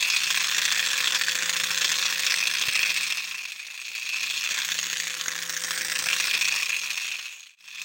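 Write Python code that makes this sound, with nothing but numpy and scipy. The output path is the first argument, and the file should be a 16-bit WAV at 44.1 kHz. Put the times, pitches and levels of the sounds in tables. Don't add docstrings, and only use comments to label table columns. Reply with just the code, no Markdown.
import sys
import numpy as np
from scipy import signal
from scipy.io import wavfile
from scipy.ndimage import uniform_filter1d, minimum_filter1d

SR = 44100
rng = np.random.default_rng(int(sys.argv[2]) if len(sys.argv) > 2 else 0)


def wrap_up_sound(samples):
    columns = np.atleast_2d(samples).T
    tamed = np.clip(columns, -1, 1)
    steps = np.round(tamed * 32767).astype(np.int16)
    wavfile.write(sys.argv[1], SR, steps)


N = 345744
TIME = np.arange(N) / SR

# (time [s], speed [turns per s])
MOTOR_SPEED = [(0.0, 171.77), (0.5, 172.05), (1.0, 171.36), (1.45, 170.12), (1.9, 171.85), (2.25, 172.43),
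               (2.7, 171.19), (3.2, 172.75), (3.6, 171.03), (3.95, 172.65), (4.6, 171.61), (5.2, 169.09),
               (5.7, 170.34), (6.3, 170.29), (7.0, 170.9), (7.84, 170.53)]
# (share of turn [0-1], force [dB])
WHEEL_STROKE = [(0, 6), (.1, 4.5), (.22, 4), (.27, 9), (.32, 4.5), (.36, 9.5), (.43, 6), (.48, 6),
                (.57, -3), (.68, 4.5), (.8, 3.5), (.9, 5), (1, -7.5)]
# (time [s], delay [wheel turns])
RHYTHM_SHIFT = [(3.55, 0), (3.75, .165)]
# (time [s], rattle level [dB], colour 1 [about -1 to 1], colour 2 [about -1 to 1], colour 3 [about -1 to 1])
TRAIN_PASSING = [(0.0, -29.5, -0.38, -0.39, 0.23), (0.25, -29, -0.27, -0.08, 0.49),
                 (0.6, -26, 0.068, -1.15, -0.28), (1.15, -27.5, 0.0016, -1.1, 0.11),
                 (1.42, -28, 0.18, -0.92, -0.67), (1.9, -27, -0.045, -1.03, 0.013),
                 (2.45, -28.5, -0.12, -0.23, 0.66), (2.9, -28.5, -0.17, -0.057, 0.62),
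                 (3.66, -42.5, -0.25, 0.62, -0.017), (4.3, -33.5, -0.55, -0.26, 0.28),
                 (4.6, -29, 0.11, -0.91, -.2), (4.9, -29.5, 0.036, -0.68, -1.1),
                 (5.35, -31, 0.4, -0.15, -0.94), (5.85, -25.5, 0.91, 1, -0.31),
                 (6.35, -27, -0.16, .2, 0.43), (6.85, -32.5, -0.28, 0.46, 0.03),
                 (7.45, -37, -0.49, 0.18, -0.42), (7.84, -34.5, -0.32, -.7, 0.68)]
# (frequency [Hz], relative level [dB])
SHELL_RESPONSE = [(25, -39), (55, -30.5), (120, -20.5), (450, -18), (650, -17.5), (900, -17.5),
                  (1400, -9.5), (4000, -1.5), (7000, -3.5), (9000, -10), (14000, -19), (15750, -5)]
# (frequency [Hz], width [Hz], relative level [dB],
# change at full colour 1 [dB], at full colour 2 [dB], at full colour 3 [dB])
BODY_MODES = [(1073, 310, 8.5, -3, -1, 3.1), (1721, 650, 9.5, 7.5, -3, 1), (2537, 642, 14, -13, 2.5, 2.5),
              (2960, 88, -4, -7, 0.5, -8), (3420, 580, 6.5, -6, -3.5, 0.5), (4330, 600, 3.5, -8.5, -1, 2),
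              (5130, 53, -0.8, -5, -8, 27), (5534, 1060, 6.5, 0.5, 0, 2), (6390, 380, 4.5, -1.5, -1.5, 1.5),
              (6684, 390, 5, -10, 1, -9), (7540, 490, 4, 0, -4, -1), (8130, 174, 11.5, 5, 3.5, 9),
              (12860, 4300, 5.5, -5.5, 0.5, 0), (14900, 1100, 4, 6.0, -1, 2.5)]
# (time [s], spread of impact sizes [dB])
GEAR_PLAY = [(0, 2), (2.5, 4), (3.7, 5.5), (4.7, -2.5), (5.3, 1.5), (6.0, 5), (6.4, 6), (7.8, -0.5)]
# (share of turn [0-1], level over the rattle [dB], chatter time [s], chance [0-1])
WHEEL_KNOCKS = [(.075, 8.5, 0.0014, .55), (0.254, 6, 0.0027, .7), (0.349, 11, 0.0061, 1),
                (.465, 8.5, 0.005, .75), (.68, 7, 0.0024, .35), (0.739, 8, 0.0028, .35),
                (0.828, 7.5, 0.0064, .55), (0.927, 11, 0.0035, .45)]
# (time [s], level [dB], chatter time [s])
HARD_CLACKS = [(0.025, -14.5, 0.005), (0.1, -15.5, 0.0078), (0.1625, -15.5, 0.013), (0.304, -16, 0.012),
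               (0.373, -13.5, 0.0043), (0.5813, -9, 0.0031), (0.6524, -10, 0.0028), (1.004, -14, 0.0019),
               (1.122, -14.5, .0025), (1.1472, -14, 0.011), (1.2364, -10.5, 0.001), (1.4937, -9, 0.0035),
               (1.8441, -14, 0.0095), (1.916, -15, 0.0098), (2.125, -13, 0.0024), (2.193, -13.5, 0.0033),
               (2.265, -13, 0.008), (2.321, -10.5, 0.0028), (2.341, -9, 0.0018), (2.471, -13.5, 0.0058),
               (2.5504, -14, 0.0024), (2.6839, -14, 0.0042), (2.792, -6, 0.0012), (2.83, -12, 0.0031),
               (3.1234, -11, 0.0014), (3.4528, -25, 0.0047), (3.815, -27.5, 0.0036), (3.8814, -29, 0.002),
               (4.6473, -16.5, 0.0035), (4.93, -14, 0.0037), (4.9996, -11.5, 0.0018), (5.211, -13, .0025),
               (5.2821, -8.5, 0.0017), (5.7765, -8, 0.003), (5.898, -10, .002), (6.0861, -11.5, 0.0037)]
# (time [s], snap [dB])
KNOCK_SNAP = [(0, -4), (1.2, 4), (1.5, 1), (2.4, 0.5), (3.0, -2), (3.7, -2.5), (4.4, -2.5), (4.95, 5),
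              (5.8, 3.5), (6.3, -0.5), (7.84, -1)]
# (time [s], place [laps])
LAP_PLACE = [(0, 0.2), (1.35, .5), (2.9, 0.73), (3.66, 1), (4.6, 1.21), (5.6, 1.463), (7.15, 1.93),
             (7.84, 2.18)]
# (level in full beam before wavering [dB], narrowness of beam [exponent], offset of beam [laps])
HUM_TONES = [(-59, 1.54, -0.0078), (-65, 1.83, -0.023), (-55, 3.5, 0.016)]
# (time [s], level [dB])
TRACK_BUMPS = [(1.001, -57), (1.352, -48), (1.429, -45.5), (1.628, -45), (1.852, -48), (2.679, -39.5),
               (4.71, -48), (4.922, -57), (6.619, -60)]
# (time [s], gain [0-1])
CLOSING_FADE = [(7.013, 1), (7.52, .075), (7.556, .008), (7.57, .008), (7.6, .07), (7.84, .5)]

GEAR_RATIO = 12
KNOCK_SPREAD_DB, KNOCK_JITTER_S, CHATTER_SPREAD_DB = 1.1, .0006, 3
SHORTER_PER_DB = 1.63
BOUNCE_S, BOUNCE_SPREAD_DB, BOUNCE_RING_S, BOUNCE_FLOOR = .0022, 2.5, 0.00091, 0.25
BASS_SHADE_DB, BASS_SHADE_HZ = -3, 450
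HUM_LEAK = 0.073
HUM_WAVER_DB = 1.6
PEAK_LIMIT, EDGE_HZ = .36, 15950


def body(turns):
    near_db, *amounts = curves(TRAIN_PASSING)
    knocks = wheel_knocks(turns, near_db)
    impacts = gears(turns) * free_flight(knocks) + rod_clacks(knocks)
    rattle = signal.oaconvolve(impacts, causal(shell_gain()))[:N]
    hz, t, spectrum = signal.stft(rattle, SR, nperseg=512, noverlap=384)
    colour_db = tone_colours_db(hz, t, amounts) + bass_shade_db(hz, t)
    spectrum = spectrum * gain_of(colour_db) * wavering_colour(spectrum.shape)
    heard = signal.istft(spectrum, SR, nperseg=512, noverlap=384)[1][:N]
    return gain_of(near_db) * heard


def gears(turns, teeth_db=-3.5, knocks_db=-3.0, soft_hz=2700, rub_db=-17):
    tooth_hits = gear_impacts(turns, per_s=900, stroke_depth=0.81, buzz_db=1.0)
    teeth = strike(tooth_hits, ring_s=0.00036, tail_db=-13)
    shaft_hits = gear_impacts(turns, per_s=260, stroke_depth=0.23, buzz_db=1.5)
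    knocks = strike(shaft_hits, ring_s=0.00045, tail_db=-25.5)
    knocks = signal.lfilter(*signal.butter(2, soft_hz, fs=SR), knocks)
    rub = rng.standard_normal(N)
    return gain_of(teeth_db) * teeth + gain_of(knocks_db) * knocks + gain_of(rub_db) * rub


def gear_impacts(turns, per_s, stroke_depth, buzz_db):
    wheel = (turns / GEAR_RATIO - curves(RHYTHM_SHIFT)[0]) % 1
    stroke_db = stroke_depth * np.interp(wheel, *np.transpose(WHEEL_STROKE))
    motor_db = buzz_db * np.cos(2 * np.pi * (turns - .27))
    size = gain_of(curves(GEAR_PLAY)[0] * np.minimum(rng.standard_normal(N), 1.25))
    happens = rng.random(N) < per_s / SR
    hits = size * happens * rng.choice([-1, 1], N)
    hits /= np.sqrt(np.abs(uniform_filter1d(hits ** 2, size=2000)) + 1e-9)
    return evened(hits * gain_of(stroke_db + motor_db))


def strike(hits, ring_s, tail_db, count=16):
    point = rng.integers(0, count, N)
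    out = np.zeros(N)
    for k in range(count):
        out += signal.oaconvolve(hits * (point == k), contact(ring_s, tail_db))[:N]
    return out


def contact(ring_s, tail_db, tail_s=0.0093, size=1024):
    t = np.arange(size) / SR
    dying = np.exp(-t / ring_s) + gain_of(tail_db) * np.exp(-t / tail_s)
    burst = rng.standard_normal(size) * dying
    return burst / np.linalg.norm(burst)


def free_flight(knocks, lull_db=-8.0, flight_s=.006):
    starts = np.sort(knocks[:, 0])
    coming = np.minimum(np.searchsorted(starts, TIME), len(starts) - 1)
    ahead_s = np.abs(starts[coming] - TIME)
    return gain_of(lull_db * np.exp(-(ahead_s / flight_s) ** 2))


def wheel_knocks(turns, near_db, same_s=.012):
    wheel = turns / GEAR_RATIO - curves(RHYTHM_SHIFT)[0]
    hard = np.array([(s, db - np.interp(s, TIME, near_db), chatter_s) for s, db, chatter_s in HARD_CLACKS])
    count = len(WHEEL_KNOCKS)
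    turn, kind = np.divmod(np.arange(int(wheel[-1]) * count), count)
    share, db, chatter_s, chance = np.array(WHEEL_KNOCKS)[kind].T
    late, harder, longer = rng.standard_normal((len(turn), 3)).T
    s = np.interp(turn + share, wheel, TIME) + KNOCK_JITTER_S * late
    snap = np.interp(s, TIME, curves(KNOCK_SNAP)[0])
    level_db = db + snap + KNOCK_SPREAD_DB * harder
    chatter_s = chatter_s * gain_of(CHATTER_SPREAD_DB * longer - SHORTER_PER_DB * snap)
    apart = np.abs(s[:, None] - hard[:, 0]).min(1) > same_s
    sounds = (rng.random(len(s)) < chance) & apart
    return np.vstack([hard, np.transpose([s, level_db, chatter_s])[sounds]])


def rod_clacks(knocks, clack_db=-3.0, soft_hz=6000, rise_s=.0003, size=1400):
    power, t = np.zeros(N), np.arange(size) / SR
    for s, db, chatter_s in knocks:
        gaps = BOUNCE_S * gain_of(BOUNCE_SPREAD_DB * rng.standard_normal(16))
        blows = np.append(0, np.cumsum(gaps))
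        since_s = t - blows[np.searchsorted(blows, t, "right") - 1]
        rebounds = evened(BOUNCE_FLOOR + np.exp(-since_s / BOUNCE_RING_S))
        dying = np.exp(-(t / max(chatter_s, 1 / SR)) ** 0.8) * (1 - np.exp(-t / rise_s))
        add(power, s, (gain_of(db + clack_db) * dying * rebounds) ** 2)
    hiss = rng.standard_normal(N)
    return signal.lfilter(*signal.butter(1, soft_hz, fs=SR), np.sqrt(power) * hiss)


def shell_gain(size=4096):
    hz = np.fft.rfftfreq(size, 1 / SR)
    f, db = np.transpose(SHELL_RESPONSE)
    mode_db = np.transpose(BODY_MODES)[2]
    gain = gain_of(np.interp(np.log(hz + 1), np.log(f), db) + mode_db @ mode_shapes(hz))
    return gain / np.sqrt(np.mean(gain ** 2 * ((hz > 3000) & (hz < 7500))))


def mode_shapes(hz):
    centre, width = np.transpose(BODY_MODES)[:2, :, None]
    return 1 / (1 + (2 * (hz - centre) / width) ** 2)


def tone_colours_db(hz, t, amounts):
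    colours = np.transpose(BODY_MODES)[3:]
    shapes = mode_shapes(hz)
    return sum(np.outer(db @ shapes, np.interp(t, TIME, amount)) for db, amount in zip(colours, amounts))


def bass_shade_db(hz, t):
    far = np.cos(np.pi * np.interp(t, *np.transpose(LAP_PLACE))) ** 2
    return BASS_SHADE_DB * np.outer(1 / (1 + (hz / BASS_SHADE_HZ) ** 2), far)


def wavering_colour(shape, slow_db=1.5, quick_db=1.4):
    slow = patches(shape, frames=22, bins=3)
    quick = patches(shape, frames=4, bins=14)
    return evened(gain_of(slow_db * slow + quick_db * quick))


def patches(shape, frames, bins):
    field = rng.standard_normal(shape)
    for axis, size in ((0, bins), (1, frames)) * 2:
        field = uniform_filter1d(field, size, axis)
    return evened(field)


def motor_hum(turns):
    lap, out = curves(LAP_PLACE)[0], np.zeros(N)
    for order, (db, narrowness, offset) in enumerate(HUM_TONES, start=1):
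        aim = np.abs(np.sin(np.pi * (lap - offset)))
        beam = (HUM_LEAK + (1 - HUM_LEAK) * aim) ** narrowness
        drift = uniform_filter1d(rng.standard_normal(N), size=4000)
        waver = evened(uniform_filter1d(drift, size=4000))
        tone = np.sqrt(2) * np.sin(2 * np.pi * (order * turns + rng.random()))
        out += gain_of(db + HUM_WAVER_DB * waver) * beam * tone
    return out


def track_bumps(low_hz=55, top_hz=400, rise_s=0.0048, size=4000):
    out, u = np.zeros(N), np.arange(size) / SR / rise_s
    dull = signal.butter(2, [low_hz, top_hz], "band", fs=SR, output="sos")
    swell = u * np.exp(1 - u)
    for s, db in TRACK_BUMPS:
        thud = evened(signal.sosfilt(dull, rng.standard_normal(size)))
        add(out, s, gain_of(db) * swell * thud)
    return out


def gain_of(db):
    return 10 ** (np.asarray(db) / 20)


def evened(x):
    return x / np.sqrt(np.mean(x ** 2) + 1e-20)


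def curves(rows):
    s, *columns = np.transpose(rows)
    return [np.interp(TIME, s, c) for c in columns]


def add(mix, s, sound):
    part = mix[max(round(s * SR), 0):][:len(sound)]
    part += sound[:len(part)]


def causal(gain, size=2048):
    log_gain = np.log(np.maximum(gain, 1e-5))
    circle = np.concatenate([log_gain, log_gain[-2:0:-1]])
    return np.fft.ifft(np.exp(np.conj(signal.hilbert(circle)))).real[:size]


def scene():
    turns = np.cumsum(curves(MOTOR_SPEED)[0]) / SR
    train = body(turns) + motor_hum(turns) + track_bumps()
    return np.array([train, train])


def record(dry):
    allowed = np.minimum(1, PEAK_LIMIT / (np.abs(dry).max(0) + 1e-9))
    held = dry * uniform_filter1d(minimum_filter1d(allowed, size=61), size=41)
    low_pass = signal.firwin(511, EDGE_HZ, window=("kaiser", 9), fs=SR)
    return signal.oaconvolve(held * curves(CLOSING_FADE)[0], low_pass[None], "same")


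dry = scene()
out = record(dry)
wrap_up_sound(out)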